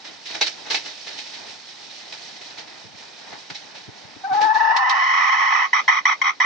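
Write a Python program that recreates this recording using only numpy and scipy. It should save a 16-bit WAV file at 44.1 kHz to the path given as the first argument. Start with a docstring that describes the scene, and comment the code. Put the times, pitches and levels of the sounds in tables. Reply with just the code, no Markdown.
"""A hen's thin rising whine tears into a harsh screech and breaks up into five rasping clucks.
Membranes in her voice box swing ever more unevenly, and her throat and opening beak shape the tone.
Before that she scuffs her feet on concrete and pecks at a parked motorcycle's engine cover, which
rings briefly; a few more pecks and scuffs fall in the call. Soft bumps and faint outdoor hiss lie
underneath, and the camera widens the sound with a short delay."""
import sys
import numpy as np
from scipy import signal
from scipy.fft import rfft, irfft, next_fast_len
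from scipy.io import wavfile
from scipy.ndimage import uniform_filter1d, minimum_filter1d, map_coordinates

SR = 44100
rng = np.random.default_rng(int(sys.argv[2]) if len(sys.argv) > 2 else 0)


def output_pcm(signal):
    """Save a mono or channel-first signal as 16-bit PCM at the path in sys.argv[1].

    Samples are clipped to [-1, 1] before scaling.
    """
    pcm = np.clip(np.atleast_2d(signal).T, -1, 1) * 32767
    wavfile.write(sys.argv[1], SR, np.round(pcm).astype(np.int16))


N = 284489
TIME = np.arange(N) / SR


def amp(db):
    """Turn decibels into a gain."""
    return 10 ** (np.asarray(db) / 20)


def unit(x):
    """Scale a signal to an average power of 1."""
    return x / np.sqrt(np.mean(x ** 2) + 1e-20)


def along(points, hz):
    """Read between (freq_hz, value) points, with octaves evenly spaced."""
    freqs, values = np.transpose(points)
    return np.interp(np.log(hz + 1), np.log(freqs + 1), values)


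def curve(rows):
    """Join (time_s, value) points with straight lines."""
    return np.interp(TIME, *np.transpose(rows))


def ramp(start_s, end_s):
    """Rise from 0 to 1 between two times."""
    return np.clip((TIME - start_s) / (end_s - start_s), 0, 1)


def bell(peak_s, width_s):
    """A bell-shaped swell."""
    return np.exp(-((TIME - peak_s) / width_s) ** 2)


def stroke(start_s, rise_s, fade_s, held_s=0):
    """Rise, hold and die away. Here and below, fade_s is the time to fall by 60 dB."""
    level = np.zeros(N)
    span = slice(*np.searchsorted(TIME, [start_s, start_s + rise_s + held_s + 2 * fade_s]))
    t = TIME[span] - start_s
    level[span] = np.minimum(t / rise_s, 1) * amp(-60 * np.maximum(t - rise_s - held_s, 0) / fade_s)
    return level


def wobble(rate_hz):
    """A smooth curve through rate_hz random values a second."""
    return unit(map_coordinates(rng.standard_normal(N // 16), [TIME * rate_hz], order=2))


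def filtered(x, response):
    """Multiply each frequency f in x by response(f)."""
    size = next_fast_len(N + SR // 2)
    return irfft(rfft(x, size) * response(np.fft.rfftfreq(size, 1 / SR)), size)[..., :N]


def resonances(modes, f):
    """A filter's gain with one steep peak for each row of modes."""
    return np.sqrt(sum(amp(db) ** 2 / (1 + ((f - hz) / width) ** 2) ** 3 for hz, width, db in modes))


def lowpass(f, hz, order=4):
    """A filter's gain that lets through what lies below hz."""
    return 1 / np.sqrt(1 + (f / hz) ** (2 * order))


def noise(colour):
    """Noise shaped by (freq_hz, gain_db) points."""
    return unit(filtered(rng.standard_normal(N), lambda f: amp(along(colour, f))))


# Ringing shared by the background and the scuffs: freq_hz, width_hz, gain_db
RING_PEAKS = [(870, 160, -6.5), (2040, 530, -5), (3813, 200, 0), (4320, 170, 0), (5050, 160, -15.5)]
def ringing_noise():
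    """Noise gathered around a few pitches."""
    return unit(filtered(rng.standard_normal(N), lambda f: resonances(RING_PEAKS, f)))


# Tone colour of the outdoor air: freq_hz, gain_db
AIR_COLOUR = [(18, -68), (30, -48), (91, -12.5), (150, -7.5), (296, -3), (331, -5.5), (476, -5.5),
              (571, -5), (858, 0.5), (1150, -8.5), (1770, -5), (2850, -6.5), (4390, -4), (5760, -6.5),
              (6750, -17.5), (8780, -32.5), (14900, -120)]
# How the high hiss swells and sinks: time_s, gain_db
HISS_SWELL = [(0.0, -47), (0.17, -44.5), (0.49, -40.5), (1.24, -39.5), (1.58, -42.5), (1.9, -41.5),
              (2.23, -40.5), (2.69, -44.5), (3.36, -44), (4.2, -47.5)]
# Through the camera, the background loses deep bass and highest hiss as the hen calls: time_s, gain_db
EDGE_DIP = [(4.55, 0), (4.72, -11), (5.1, -14), (5.6, -16.5), (5.75, -4), (6.45, -2.5)]
# The whole background lifts a little in the screech, then sinks: time_s, gain_db
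BACKGROUND_SWELL = [(4.6, 1), (5.1, 3.5), (5.55, 1), (5.72, 2.5), (6.45, -3)]
def background(hiss_db=-3.5, wash_db=-50):
    """Faint outdoor hiss over a low wash, both gently wavering, as the camera hears them."""
    air = noise(AIR_COLOUR) + amp(-11) * ringing_noise()
    low = filtered(air, lambda f: lowpass(f, 2000))
    hiss = amp(curve(HISS_SWELL) + hiss_db + 1.2 * wobble(20)) * unit(air - low)
    wash = amp(wash_db + 1.6 * wobble(9.3)) * unit(low)
    middle = filtered(hiss + wash, lambda f: lowpass(f, 6900, order=16) * (1 - lowpass(f, 240)))
    edges = hiss + wash - middle
    return (middle + amp(curve(EDGE_DIP)) * edges) * amp(curve(BACKGROUND_SWELL))


def yard_echo(x, fade_s=0.13):
    """A short answer from the motorcycle and the ground, different in each ear."""
    t = TIME[:SR // 3]
    tail = rng.standard_normal((2, len(t))) * amp(-60 * t / fade_s) * (t > .003)
    return signal.fftconvolve(x[None], tail / np.linalg.norm(tail[0]), axes=1)[:, :N]


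# Soft low bumps: start_s, level_db, fade_s
BUMP_HITS = [(2.839, -47.5, 0.23), (2.93, -50, .11), (3.325, -48.5, 0.086), (3.5, -41, 0.075),
             (3.875, -35, 0.055), (4.038, -48, 0.09), (4.156, -39.5, 0.046), (4.305, -40.5, 0.11),
             (4.553, -48.5, .08)]
# Their tone colour: freq_hz, gain_db
BUMP_COLOUR = [(55, -35), (90, -6.5), (150, -3.5), (260, -7.5), (450, -19), (1500, -64.5)]
def bumps(rise_s=0.011):
    """Dull thuds that die at once."""
    level = sum(amp(db) * stroke(start_s, rise_s, fade_s) for start_s, db, fade_s in BUMP_HITS)
    return level * noise(BUMP_COLOUR)


# Notes the engine cover rings with: pitch_hz, gain_db, fade_s
COVER_NOTES = [(825, -2, 0.058), (2180, -5.5, 0.061), (2640, -8.5, 0.12), (3905, -10, 0.11),
               (4040, -5, 0.044), (4423, -10.5, 0.14), (4870, -15.5, 0.087), (5720, -14.5, 0.038),
               (5960, -15, 0.04)]
# Pecks and their skids: start_s, strike_db, skid_db, skid_fade_s, skid_bass_db, favoured_hz
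PECK_HITS = [(.412, -16, -18.5, .16, 0.5, 5950), (.415, -24, -40, .05, 0, 830),
             (0.4217, -18, -25.5, 0.2, -3, 4000), (.7445, -21.5, -19.5, .18, -2, 2200),
             (.7535, -24, -32, .1, -1, 2650), (1.187, -38, -40, .08, -6, 4400),
             (1.336, -39, -51, .08, -6, 4400), (2.125, -50, -34, 0.15, 2, 830),
             (3.501, -36, -35, .14, 7, 2100), (3.553, -36, -52, .1, -6, 3900),
             (4.7658, -25.5, -22.5, .035, -16, 5375), (4.7714, -35, -27.5, 0.091, -16, 4996),
             (4.896, -26, -21.5, 0.066, -19, 2398), (4.91, -37, -28, .06, -16, 5000)]
def pecks(tick_db=-2, tick_fade_s=0.0038, rise_s=0.00089, favour_db=7.5, favour_octaves=0.26):
    """The beak ticks on the cover, which rings; each spot brings out notes near its favoured pitch."""
    out, t = np.zeros(N), TIME[:SR // 5]
    for start_s, strike_db, *_, favoured_hz in PECK_HITS:
        ring = np.zeros(len(t))
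        for hz, db, fade_s in COVER_NOTES:
            boost_db = favour_db * np.exp(-(np.log2(hz / favoured_hz) / favour_octaves) ** 2)
            note_db = db + boost_db + rng.normal(0, 0.84)
            ring += amp(note_db - 60 * t / fade_s) * np.sin(2 * np.pi * hz * t)
        tick = amp(tick_db - 60 * t / tick_fade_s) * rng.standard_normal(len(t))
        out[round(start_s * SR):][:len(t)] += amp(strike_db) * (ring + tick) * np.minimum(t / rise_s, 1)
    return filtered(out, lambda f: lowpass(f, 7600) * (1 - lowpass(f, 170)))


# Scuffs of claws and feathers: start_s, level_db, fade_s, bass_db
SCUFF_STROKES = [(0.04, -37, 0.38, 2), (.25, -33.5, 0.43, -13), (0.293, -34.5, 0.49, 4),
                 (0.339, -29.5, 0.16, 6), (0.458, -22.5, 0.15, -4), (0.651, -40.5, 1, 9.5),
                 (.697, -21, 0.24, 0.5), (0.846, -33.5, 0.38, 2.5), (1.06, -35, 0.54, 1.5),
                 (1.175, -33, 0.21, -12), (1.327, -37, 0.37, -23), (2.406, -40, .11, 2),
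                 (2.572, -36, 0.2, 5), (3.317, -43, 0.21, 14), (3.539, -34, 0.22, -27),
                 (3.741, -40, 0.3, 4), (4.322, -39, 0.7, 11), (4.403, -30.5, 0.32, 10),
                 (4.534, -37, 0.64, 3)]
# Tone colour of the grit: freq_hz, gain_db
GRIT_COLOUR = [(35, -71), (60, -27.5), (111, -23), (244, -21), (286, -9), (433, -9.5), (527, -9.5),
               (848, -8), (1070, -16), (1500, -9), (2280, -5.5), (3450, -4.5), (3960, -4), (5760, -6),
               (6750, -18), (8780, -34.5), (14900, -120)]
def scuffs(rise_s=.014, skid_lead_s=0.0034, skid_rise_s=0.0048, grain_db=1.8, ring_db=-5):
    """Claws, feathers and the skidding beak drag in short, gritty strokes."""
    drags = []
    for start_s, db, fade_s, bass_db in SCUFF_STROKES:
        drags.append((amp(db) * stroke(start_s, rise_s, fade_s), bass_db))
    for start_s, _, db, fade_s, bass_db, _ in PECK_HITS:  # the beak grazes just before it strikes
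        drags.append((amp(db) * stroke(start_s - skid_lead_s, skid_rise_s, fade_s), bass_db))
    for _ in range(10):  # faint scuffs while she fidgets
        start_s, db = rng.uniform(0.54, 2.7), -40.25 - rng.uniform(0, 9)
        drags.append((amp(db) * stroke(start_s, rise_s, fade_s=.15), 0))
    high_level = np.sqrt(sum(level ** 2 for level, _ in drags))
    low_level = np.sqrt(sum((level * amp(bass_db)) ** 2 for level, bass_db in drags))
    grains = rng.standard_normal(N) * amp(grain_db * wobble(1200))
    grit = unit(filtered(grains, lambda f: amp(along(GRIT_COLOUR, f))))
    scrape = unit(grit + amp(ring_db) * ringing_noise())
    low = filtered(scrape, lambda f: lowpass(f, 1500))
    return low_level * low + high_level * (scrape - low)


# The concrete and the engine's side throw the voice back: delay_s, gain_db
BOUNCES = [(.004, -14), (.00462, -9.5)]
def close_echoes(x):
    """Very quick echoes weaken some frequencies and make the voice hollow."""
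    return filtered(x, lambda f: 1 + sum(amp(db) * np.exp(-2j * np.pi * f * s) for s, db in BOUNCES))


def beak(x, low_hz=700, high_hz=6600):
    """The small beak sends out no bass, and the soft throat swallows the top."""
    return signal.sosfilt(signal.butter(7, [low_hz, high_hz], "band", fs=SR, output="sos"), x)


def throat(x, modes, lift):
    """The throat rings at several pitches; a tighter neck multiplies them all by lift."""
    f, t, spectrum = signal.stft(x, SR, nperseg=1024)
    gain = resonances(modes, f[:, None] / np.interp(t, TIME, lift))
    return signal.istft(spectrum * gain, nperseg=1024)[1][:N]


def voice_box(pitch_hz, rough, second_db, second_hz=779.4, waver=.018, jitter=.11, shimmer_db=1.2):
    """Membranes swing, less evenly as rough goes from 0 to 1; a lower second side beats against them."""
    scatter = waver * wobble(85) + jitter * rough * wobble(620)
    first_phase = 2 * np.pi * np.cumsum(pitch_hz * (1 + scatter)) / SR
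    second_phase = 2 * np.pi * np.cumsum(second_hz * (1 + .025 * wobble(85))) / SR
    tug = 1 + amp(second_db) * np.exp(1j * (second_phase - first_phase))
    swing = np.sqrt(np.abs(tug)) * amp(shimmer_db * rough * wobble(260))
    return first_phase + np.angle(tug), swing


# Windpipe ringing, which stays put: freq_hz, width_hz, gain_db
WINDPIPE_PEAKS = [(500, 89, -9), (802, 40, -4.5), (890, 71, -2.5), (1311, 110, -2), (1460, 330, -9.5)]
def voice(pitch_hz, rough, second_db, open_db, modes, lift, windpipe_db, puff_db=-7, quaver_db=1.2):
    """The swing makes a tone, and each closing slaps the throat and lets through a puff of air."""
    phase, swing = voice_box(pitch_hz, rough, second_db)
    between = amp(-22) * (1 - rough) * np.sin(1.5 * phase)  # alternating swings add this tone
    tone = filtered(swing * (np.sin(phase) + between), lambda f: lowpass(f, 1420, order=9))
    slaps = swing * sum(np.sin(k * phase) for k in range(2, 7))
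    puffs = rough * swing * (1 + np.cos(phase)) * rng.standard_normal(N)
    cry = tone + amp(open_db) * throat(slaps + amp(puff_db) * puffs, modes, lift)
    cry += amp(windpipe_db) * filtered(puffs, lambda f: resonances(WINDPIPE_PEAKS, f))
    # steady lung pressure holds the power while the swing tumbles
    cry /= np.sqrt(np.abs(uniform_filter1d(cry ** 2, size=700)) + 1e-9)
    return cry * amp(quaver_db * np.sqrt(rough) * wobble(70))


# The throat, pinched tight for the clucks: freq_hz, width_hz, gain_db
PINCHED_THROAT = [(1837, 144, 5.5), (2060, 140, 9.5), (2422, 125, -5.5), (3160, 304, -9),
                  (3860, 160, -12.5), (4324, 230, -20.5), (4930, 250, -24.5), (5730, 225, -9),
                  (6130, 250, -22)]
# Clucks (a negative dip is a swell): start_s, held_s, level_db, pitch_hz, dip_db
CLUCK_NOTES = [(5.730, 0.068, -19.5, 1160, -1.5), (5.878, 0.11, -20, 1149, -6.5),
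               (6.053, 0.075, -19, 1182, -.5), (6.215, 0.085, -19.5, 1173, 10), (6.4, .08, -21, 1137, -2.5)]
def clucks(burst_db=6, burst_s=0.013, rise_s=0.0026, fade_s=0.08, pitch_drop=.14, snap_db=-18):
    """Each cluck snaps open loud, low and bright, dips or swells, holds a rasp and is let go."""
    level, opening, pitch_hz = np.zeros(N), np.zeros(N), np.full(N, 1069.0)
    for start_s, held_s, db, hz, dip_db in CLUCK_NOTES:
        t = np.maximum(TIME - start_s, 0)
        burst = bell(start_s, burst_s) * (t > 0)
        dip = bell(start_s + 0.019, width_s=0.0084)
        fade_db = 60 * np.maximum(t - held_s, 0) / fade_s
        level += np.minimum(t / rise_s, 1) * amp(db + burst_db * burst - dip_db * dip - fade_db)
        opening += burst
        pitch_hz = np.where(t > 0, hz * (1 - pitch_drop * burst), pitch_hz)
    cry = voice(pitch_hz, rough=.9, second_db=-22, open_db=2 * opening, modes=PINCHED_THROAT,
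                lift=1 + .012 * wobble(25), windpipe_db=6)
    snap = amp(snap_db) * opening ** 2 * rng.standard_normal(N)
    return level * (cry + snap)


# The call climbs as the hen strains: time_s, pitch_hz
CALL_CLIMB = [(4.23, 775), (4.33, 793), (4.37, 829), (4.43, 845), (4.47, 888), (4.51, 875), (4.6, 906),
              (4.74, 914.4), (4.8, 1020), (4.95, 1040), (5.1, 1072), (5.4, 1096), (5.7, 1127)]
# Pushes of breath, each louder, lower and brighter: time_s, strength
BREATH_PUSHES = [(4.253, 1.9), (4.322, 1.3), (4.44, 0.74), (4.51, 0.74), (4.563, 1.04), (4.606, 1.005),
                 (4.65, 0.67), (4.68, 0.54), (4.711, 0.78)]
# The whine slips, flicking upward, fraying and fading: time_s, strength, width_s
VOICE_SLIPS = [(4.264, 0.7, 0.0066), (4.286, 1.6, 0.0096), (4.343, 1.44, 0.0029), (4.536, 1.043, 0.01106),
               (4.59, 0.804, 0.01103), (4.669, 0.51, 0.0052), (4.743, 0.64, 0.0081)]
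# Strength of the voice box's second side next to the first: time_s, gain_db
SECOND_SIDE = [(4.55, -48.5), (4.62, -27), (4.775, -11.5), (4.795, -1.5), (4.825, 0.5), (4.85, -7.5),
               (4.97, -7), (5.06, -17.5), (5.65, -17)]
# The throat at rest: freq_hz, width_hz, gain_db
RESTING_THROAT = [(1860, 186, 6), (2040, 101, 4), (2435, 320, -8.5), (3020, 277, -10), (3820, 400, -20.5),
                  (4270, 270, -23), (5040, 110, -26), (5480, 390, -15.5), (6090, 380, -23.5)]
def long_call(start_s=4.234, end_s=5.645, rise_s=0.0072, level_db=-19.5, throat_rest_hz=1069):
    """The whine climbs, tears and opens into a screech; pushes and slips make it quaver on the way."""
    push = sum(strength * bell(s, width_s=0.01399) for s, strength in BREATH_PUSHES)
    slip = sum(strength * bell(s, width_s) for s, strength, width_s in VOICE_SLIPS)
    pitch_hz = curve(CALL_CLIMB) * (1 - 0.02202 * push + 0.09 * slip)
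    rough = np.clip(0.15 + 0.7 * ramp(4.38, 4.98) + 0.13 * slip, 0, 1)
    # the nearly closed beak holds back the overtones until it opens wide
    open_db = -27.5 * (1 - ramp(4.325, 5.057)) + 9 * push * (1 - rough)
    soft_start_db = -10 * (1 - ramp(start_s, start_s + 0.098))
    level = amp(level_db + soft_start_db + 3 * push - 7 * slip)
    breath = stroke(start_s, rise_s, fade_s=0.11, held_s=end_s - start_s - rise_s)
    lift = (pitch_hz / throat_rest_hz) ** 0.39  # the neck tightens as the pitch climbs
    cry = voice(pitch_hz, rough, curve(SECOND_SIDE), open_db, RESTING_THROAT, lift, windpipe_db=5)
    return breath * level * cry


def scene():
    """The hen's voice, pecks, scuffs and bumps in the open yard."""
    hen = close_echoes(beak(long_call() + clucks()))
    near = hen + pecks() + scuffs() + bumps()
    return near + background() + amp(-19.5) * yard_echo(near)


def limiter(x, ceiling=.92):
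    """Turn the sound down for a few milliseconds around any peak above the ceiling."""
    gain = np.minimum(1, ceiling / (np.abs(x).max(axis=0) + 1e-9))
    return x * uniform_filter1d(minimum_filter1d(gain, size=300), size=200)


# Strength of the delayed copy: freq_hz, share
COPY_SHARE = [(100, 1), (400, 0.9), (1500, 0.74), (4000, 0.79), (6000, 0.68), (9000, 1)]
# Gain of the left side over the right: freq_hz, gain_db
LEFT_OVER_RIGHT = [(100, -4), (400, 1.5), (900, -1), (3000, -2), (4500, -2.5), (6000, -7.5), (7200, -4),
                   (9000, -14)]
def widening(f, delay_s=.001618):
    """A filter that takes a delayed copy from the left, adds it to the right and tilts the balance."""
    sides = np.array([[1], [-1]])
    copy = np.clip(along(COPY_SHARE, f), 0, 1) * np.exp(-2j * np.pi * f * delay_s)
    return (1 - sides * copy) * amp(sides * along(LEFT_OVER_RIGHT, f) / 2)


def record(dry, low_hz=45, high_hz=10800):
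    """The camera widens the sound, holds down peaks and trims the deepest bass and highest treble."""
    wide = limiter(filtered(dry, widening))
    return filtered(wide, lambda f: (1 - lowpass(f, low_hz, order=2)) * lowpass(f, high_hz, order=24))


dry = scene()
out = record(dry)
output_pcm(out)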